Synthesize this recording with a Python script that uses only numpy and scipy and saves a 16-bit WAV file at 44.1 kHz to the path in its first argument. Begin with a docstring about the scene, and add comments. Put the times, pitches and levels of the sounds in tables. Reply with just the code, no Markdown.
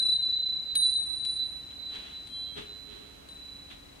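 """A small brass wind bell swings on its chain; its clapper strikes five times, hard at first, then lightly.
The bell's main tone and its overtone are close pairs of decaying modes that beat, swelling and fading
as the bell moves; each strike adds a burst of noise and a few short-lived modes.
Behind it: filtered-noise room hiss, a low hum of sines, soft noise scuffs and one faint narrow-band squeak."""
import sys
import numpy as np
from scipy.fft import rfft, irfft, next_fast_len
from scipy.io import wavfile
from scipy.ndimage import map_coordinates

SR = 44100
rng = np.random.default_rng(int(sys.argv[2]) if len(sys.argv) > 2 else 0)


def master_out(mix):
    """Clip the mix to full scale and print it as 16-bit PCM to the path in sys.argv[1]."""
    frames = np.transpose(np.atleast_2d(mix))
    ceiling = np.clip(frames, -1, 1)
    pcm = np.round(ceiling * 32767).astype(np.int16)
    wavfile.write(sys.argv[1], SR, pcm)


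N = 176400

# Clapper strikes, mode levels before any swell: (time [s], lower prime mode [dB], upper prime mode [dB],
# lower overtone [dB], upper overtone [dB], click [dB], short-lived modes [dB])
STRIKES = [(-.012, -25.5, -26.5, -44, -52.5, -62, -55), (.7533, -22.5, -33.5, -31, -37, -32, -29),
           (1.2484, -29, -39.5, -54.5, -44.5, -37, -60), (2.272, -57.5, -37, -80, -62, -47.5, -69),
           (3.287, -43.5, -49, -76, -64.5, -51, -69)]


def amp(db):
    """Decibels to gain."""
    return 10 ** (np.asarray(db) / 20)


def unit(x):
    """Scale to rms 1."""
    return x / np.sqrt(np.mean(abs(x) ** 2) + 1e-20)


def clock():
    """Time of every sample [s]."""
    return np.arange(N) / SR


def along(points, hz):
    """Read a curve of (frequency [Hz], value) points on a log frequency axis."""
    f, v = np.transpose(points)
    return np.interp(np.log(hz + 1), np.log(f + 1), v)


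def wobble(rate):
    """A smooth random curve with this many knots a second."""
    return map_coordinates(rng.standard_normal(256), [clock() * rate], mode="wrap")


def filtered(x, response):
    """Shape the spectrum of x with a gain that depends on frequency."""
    m = next_fast_len(N + SR // 2)  # spare length keeps the filter from wrapping round
    gain = response(np.fft.rfftfreq(m, 1 / SR))
    return irfft(rfft(x, m) * gain, m)[..., :N]


def noise(spectrum):
    """Stereo noise of rms 1 in the given colour; the mid-side balance sets how alike the ears are."""
    # Likeness of the two ears: (frequency [Hz], left-right correlation [-1 to 1])
    likeness = [(40, 0.78), (90, 0.68), (200, 0.38), (400, -0.22), (700, -0.19), (1400, -0.4), (3000, 0.09),
                (12000, -0.28)]

    def mid_side_gain(hz):
        turn = np.arccos(np.clip(along(likeness, hz), -1, 1)) / 2
        return amp(along(spectrum, hz)) * [np.cos(turn), np.sin(turn)]

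    mid, side = filtered(rng.standard_normal((2, N)), mid_side_gain)
    return unit(np.array([mid + side, mid - side]))


def room(waver_rad=0.58):
    """Steady hiss of coloured noise, and a low hum of sines whose phases waver."""
    # Colour of the hiss: (frequency [Hz], relative level [dB])
    hiss_colour = [(20, -16), (32, -15.5), (42, 4), (70, -2.5), (100, 0), (200, -1.5), (350, -3.5),
                   (550, -7.5), (1300, -10.5), (3200, -13), (5500, -20), (9000, -21), (12000, -25.5),
                   (15500, -28)]
    # Hum tones: (frequency [Hz], level [dB])
    hum_tones = [(45, -67.5), (68, -63.5), (279.9, -66)]
    hiss_db = -53.5
    hum = np.zeros(N)
    for hz, db in hum_tones:
        phase = 2 * np.pi * hz * clock() + waver_rad * wobble(5.3)
        hum += amp(db) * np.sqrt(2) * np.sin(phase)
    return amp(hiss_db) * noise(hiss_colour) + hum


def scuffs(rough_db=0.5):
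    """Soft rubbing noises that swell and die away, some with a dull thud of lower noise."""
    # Scuffs: (peak time [s], rise [s], 20 dB fall [s], scrape level [dB], thud level [dB])
    strokes = [(.22, .05, 0.16, -61.5, -74.5), (1.709, 0.0072, .06, -53, -90),
               (1.96, .045, 0.29, -44, -59.5), (2.07, 0.044, 0.14, -50, -69),
               (2.587, .022, 0.12, -41, -43.5), (2.7, .04, 0.24, -61, -60), (2.93, .055, 0.35, -52.5, -52),
               (3.713, .012, 0.078, -46, -85)]
    # Colours of the scrape and of the thud: (frequency [Hz], relative level [dB])
    scrape_colour = [(150, -9), (400, -5.5), (700, -6), (1400, -2.5), (2400, -2), (3400, 4.5), (4100, -1.5),
                     (5000, -15), (9000, -20.5), (15000, -37)]
    thud_colour = [(60, -20.5), (130, -3.5), (280, -3), (350, -5), (385, -6.5), (415, 12.5), (450, -5),
                   (520, -19), (900, -31), (3000, -70.5)]
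    t = clock()
    scrape_power, thud_power = np.zeros(N), np.zeros(N)
    for s, rise, fall, scrape_db, thud_db in strokes:
        swelling = np.exp(-((t - s) / rise) ** 2)
        dying = amp(-20 * abs(t - s) / fall)
        shape = np.where(t < s, swelling, dying)
        scrape_power += (amp(scrape_db) * shape) ** 2
        thud_power += (amp(thud_db) * shape) ** 2
    scrape = np.sqrt(scrape_power) * amp(rough_db * wobble(60)) * noise(scrape_colour)
    return scrape + np.sqrt(thud_power) * noise(thud_colour)


def squeak():
    """A thin, fluttering squeak of narrow-band noise leads into the loudest scuff."""
    start_s, end_s, edge_s = 2.284, 2.62, 0.025
    centre_hz, width_hz = 3240, 32
    level_db, flutter_db = -51.5, 3.5
    t = clock()
    gate = np.clip(np.minimum(t - start_s, end_s - t) / edge_s, 0, 1)
    tone = filtered(rng.standard_normal((2, N)), lambda hz: 1 / (1 + ((hz - centre_hz) / width_hz) ** 2))
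    return amp(level_db) * gate * unit(tone * amp(flutter_db * wobble(45)))


def swing_phase(hz):
    """The bell's place on its arc, in radians of a sound wave of this pitch."""
    period_s, reach_m, turn_s = 1.21, .06, 1.05  # turn_s: a moment at one end of the arc
    place_m = reach_m * np.cos(2 * np.pi * (clock() - turn_s) / period_s)
    return 2 * np.pi * hz * place_m / 343  # speed of sound [m/s]


def doppler(hz, toward=0.15):
    """Pitch rises and falls a little with the share of the swing that goes to and from the listener."""
    return np.exp(1j * toward * swing_phase(hz))


def swung(hz, echo, count=8):
    """Gain at each ear of a tone whose wall echoes shift in phase as the bell swings."""
    shift = swing_phase(hz)
    echoes = np.zeros((2, N), complex)
    for ear in range(2):
        for way in np.linspace(-1, 1, count):  # path lengthens or shortens with the swing
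            echoes[ear] += np.exp(1j * (way * shift + 2 * np.pi * rng.random()))
    return unit(1 + echo * echoes / np.sqrt(count))


def ring(hz, levels_db, fall_db_per_s):
    """One mode as a complex tone: each strike sets its level anew, then it dies away."""
    contact_s = .005  # crossfade from the old ringing to the new
    t, tone = clock(), np.zeros(N, complex)
    for strike, db in zip(STRIKES, levels_db):
        age = np.maximum(t - strike[0], 0)
        taken = np.clip(age / contact_s, 0, 1)
        fresh = amp(db - fall_db_per_s * age) * np.exp(1j * (rng.random() - .5))
        tone = (1 - taken) * tone + taken * fresh
    return np.sqrt(2) * tone * np.exp(2j * np.pi * hz * t)


def clapper():
    """Metal meets metal: a click of decaying noise and a few short-lived modes."""
    # Short-lived modes of bell and clapper: (frequency [Hz], relative level [dB], 60 dB decay [s])
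    brief_modes = [(1668, -27, 0.19), (4500, -29.5, .05), (9505, -28, .1), (10350, -3, 0.056),
                   (11040, -22.5, 0.076), (14735, -29.5, .2), (14783, -24, .2), (15506, -34.5, .3),
                   (15552, -31.5, .3)]
    # Colour of the click: (frequency [Hz], relative level [dB])
    click_colour = [(300, -34.5), (1200, -8.5), (2600, 1.5), (4200, 8), (5500, -11), (9000, 1.5),
                    (12000, -19.5), (15500, -27)]
    click_t60_s = 0.057
    out, click = np.zeros((2, N)), noise(click_colour)
    for s, *_, click_db, modes_db in STRIKES:
        age = clock() - s
        on = (age > 0) & (age < .5)
        u = age[on]
        modes = 0
        for hz, level, t60 in brief_modes:
            phase = 2 * np.pi * hz * u + rng.uniform(0, 2.2, (2, 1))  # each ear starts at its own phase
            modes = modes + amp(level - 60 * u / t60) * np.sin(phase)
        out[:, on] += amp(modes_db) * modes
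        out[:, on] += amp(click_db - 60 * u / click_t60_s) * click[:, on]
    return out


def hum_note():
    """The bell's faint lowest mode, a sine that only the first strike wakes and that is soon gone."""
    hz, peak_db, t60_s = 1593, -53.5, 0.24
    t = clock()
    return amp(peak_db - 60 * t / t60_s) * np.sin(2 * np.pi * hz * t)


def overtone():
    """The bright upper pair of modes beats, dies sooner than the prime and flutters with the swing."""
    # Lower and upper mode of the pair: (frequency [Hz], frequency [Hz])
    pair_hz = (9025, 9057)
    # Swell and fade of the pair: (time [s], level [dB])
    pair_swell = [(0, -2), (.2, 2), (.36, -5), (.72, -6), (.78, 1), (.92, -5), (.99, 1), (1.12, 1),
                  (1.29, 1), (1.42, -3), (1.58, 1), (1.72, -9), (2.28, -3), (2.55, 5), (2.7, -3), (3.31, 0),
                  (3.42, -8)]
    fall_db_per_s = 54
    echo = 1.1  # wall echoes over the direct sound
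    pair = np.zeros((2, N))
    for hz, levels in zip(pair_hz, np.transpose(STRIKES)[3:5]):
        pair += (ring(hz, levels, fall_db_per_s) * swung(hz, echo) * doppler(hz)).real
    return pair * amp(np.interp(clock(), *np.transpose(pair_swell)))


def prime():
    """The main tone: two modes that beat about thirty times a second, least steadily where they fade."""
    # Lower and upper mode of the pair: (frequency [Hz], frequency [Hz])
    pair_hz = (3967, 3997)
    # Swell and fade of each mode as the bell swings: (time [s], left level [dB], right level [dB])
    lower_swell = [(0.0, -3, -13), (0.1, 3, 2), (0.14, 3, 5), (0.22, -6, -11), (0.34, 4, 4), (0.42, -2, -2),
                   (0.58, 2, -3), (0.62, 0, -12), (0.68, -5, 4), (0.72, 3, 8), (0.78, -3, -6),
                   (0.8, -11, -4), (0.84, 1, 4), (0.88, 0, 1), (0.92, -12, -3), (0.96, 1, 0),
                   (1.04, -3, -11), (1.1, -16, -2), (1.14, -14, 0), (1.22, 0, -12), (1.3, 0, 2),
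                   (1.34, -8, -6), (1.42, 1, 6), (1.46, -6, 1), (1.5, -10, -11), (1.56, -10, -2),
                   (1.72, -8, -19), (1.8, -11, -1), (1.88, 2, 3), (2.1, -7, -7), (2.16, 4, 5), (2.24, 0, 0),
                   (2.94, 6, 8), (3.36, -4, -7), (3.5, -1, 3), (3.99, -5, -12)]
    upper_swell = [(0.0, -3, 1), (0.2, -1, -5), (0.24, 3, 5), (0.34, -3, -4), (0.4, 1, 2), (0.48, 2, 6),
                   (0.58, 0, 3), (0.72, -11, -12), (0.78, 1, 2), (1.0, 0, 2), (1.06, -12, -13),
                   (1.1, -1, -3), (1.52, 0, 2), (1.58, -17, -8), (1.72, -8, 2), (1.96, 0, 4),
                   (2.3, -9, -17), (2.34, 0, -1), (2.44, 2, 5), (2.52, -9, 2), (2.56, -1, -6),
                   (2.64, -8, -12), (2.7, -1, 2), (2.92, -14, 3), (3.26, -12, -2), (3.32, -2, -11),
                   (3.42, -8, 3), (3.99, 1, -4)]
    fall_db_per_s = 17
    wander_rad, wander_growth = .55, .7  # phase wander at a swell of 0 dB; how it grows as the gain drops
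    out = np.zeros((2, N))
    for hz, levels, swell in zip(pair_hz, np.transpose(STRIKES)[1:3], (lower_swell, upper_swell)):
        s, *ears = np.transpose(swell)
        gain = amp([np.interp(clock(), s, db) for db in ears])
        drift = wander_rad * np.array([wobble(14), wobble(10)]) / gain ** wander_growth
        tone = ring(hz, levels, fall_db_per_s) * gain
        out += (tone * np.exp(1j * drift) * doppler(hz)).real
    return out


def scene():
    """The bell in its quiet room."""
    background = room() + scuffs() + squeak()
    bell = clapper() + hum_note() + overtone() + prime()
    return background + bell


def record(dry):
    """Nothing is kept above the band limit."""
    top_hz = 15750
    return filtered(dry, lambda hz: hz < top_hz)


dry = scene()
out = record(dry)
master_out(out)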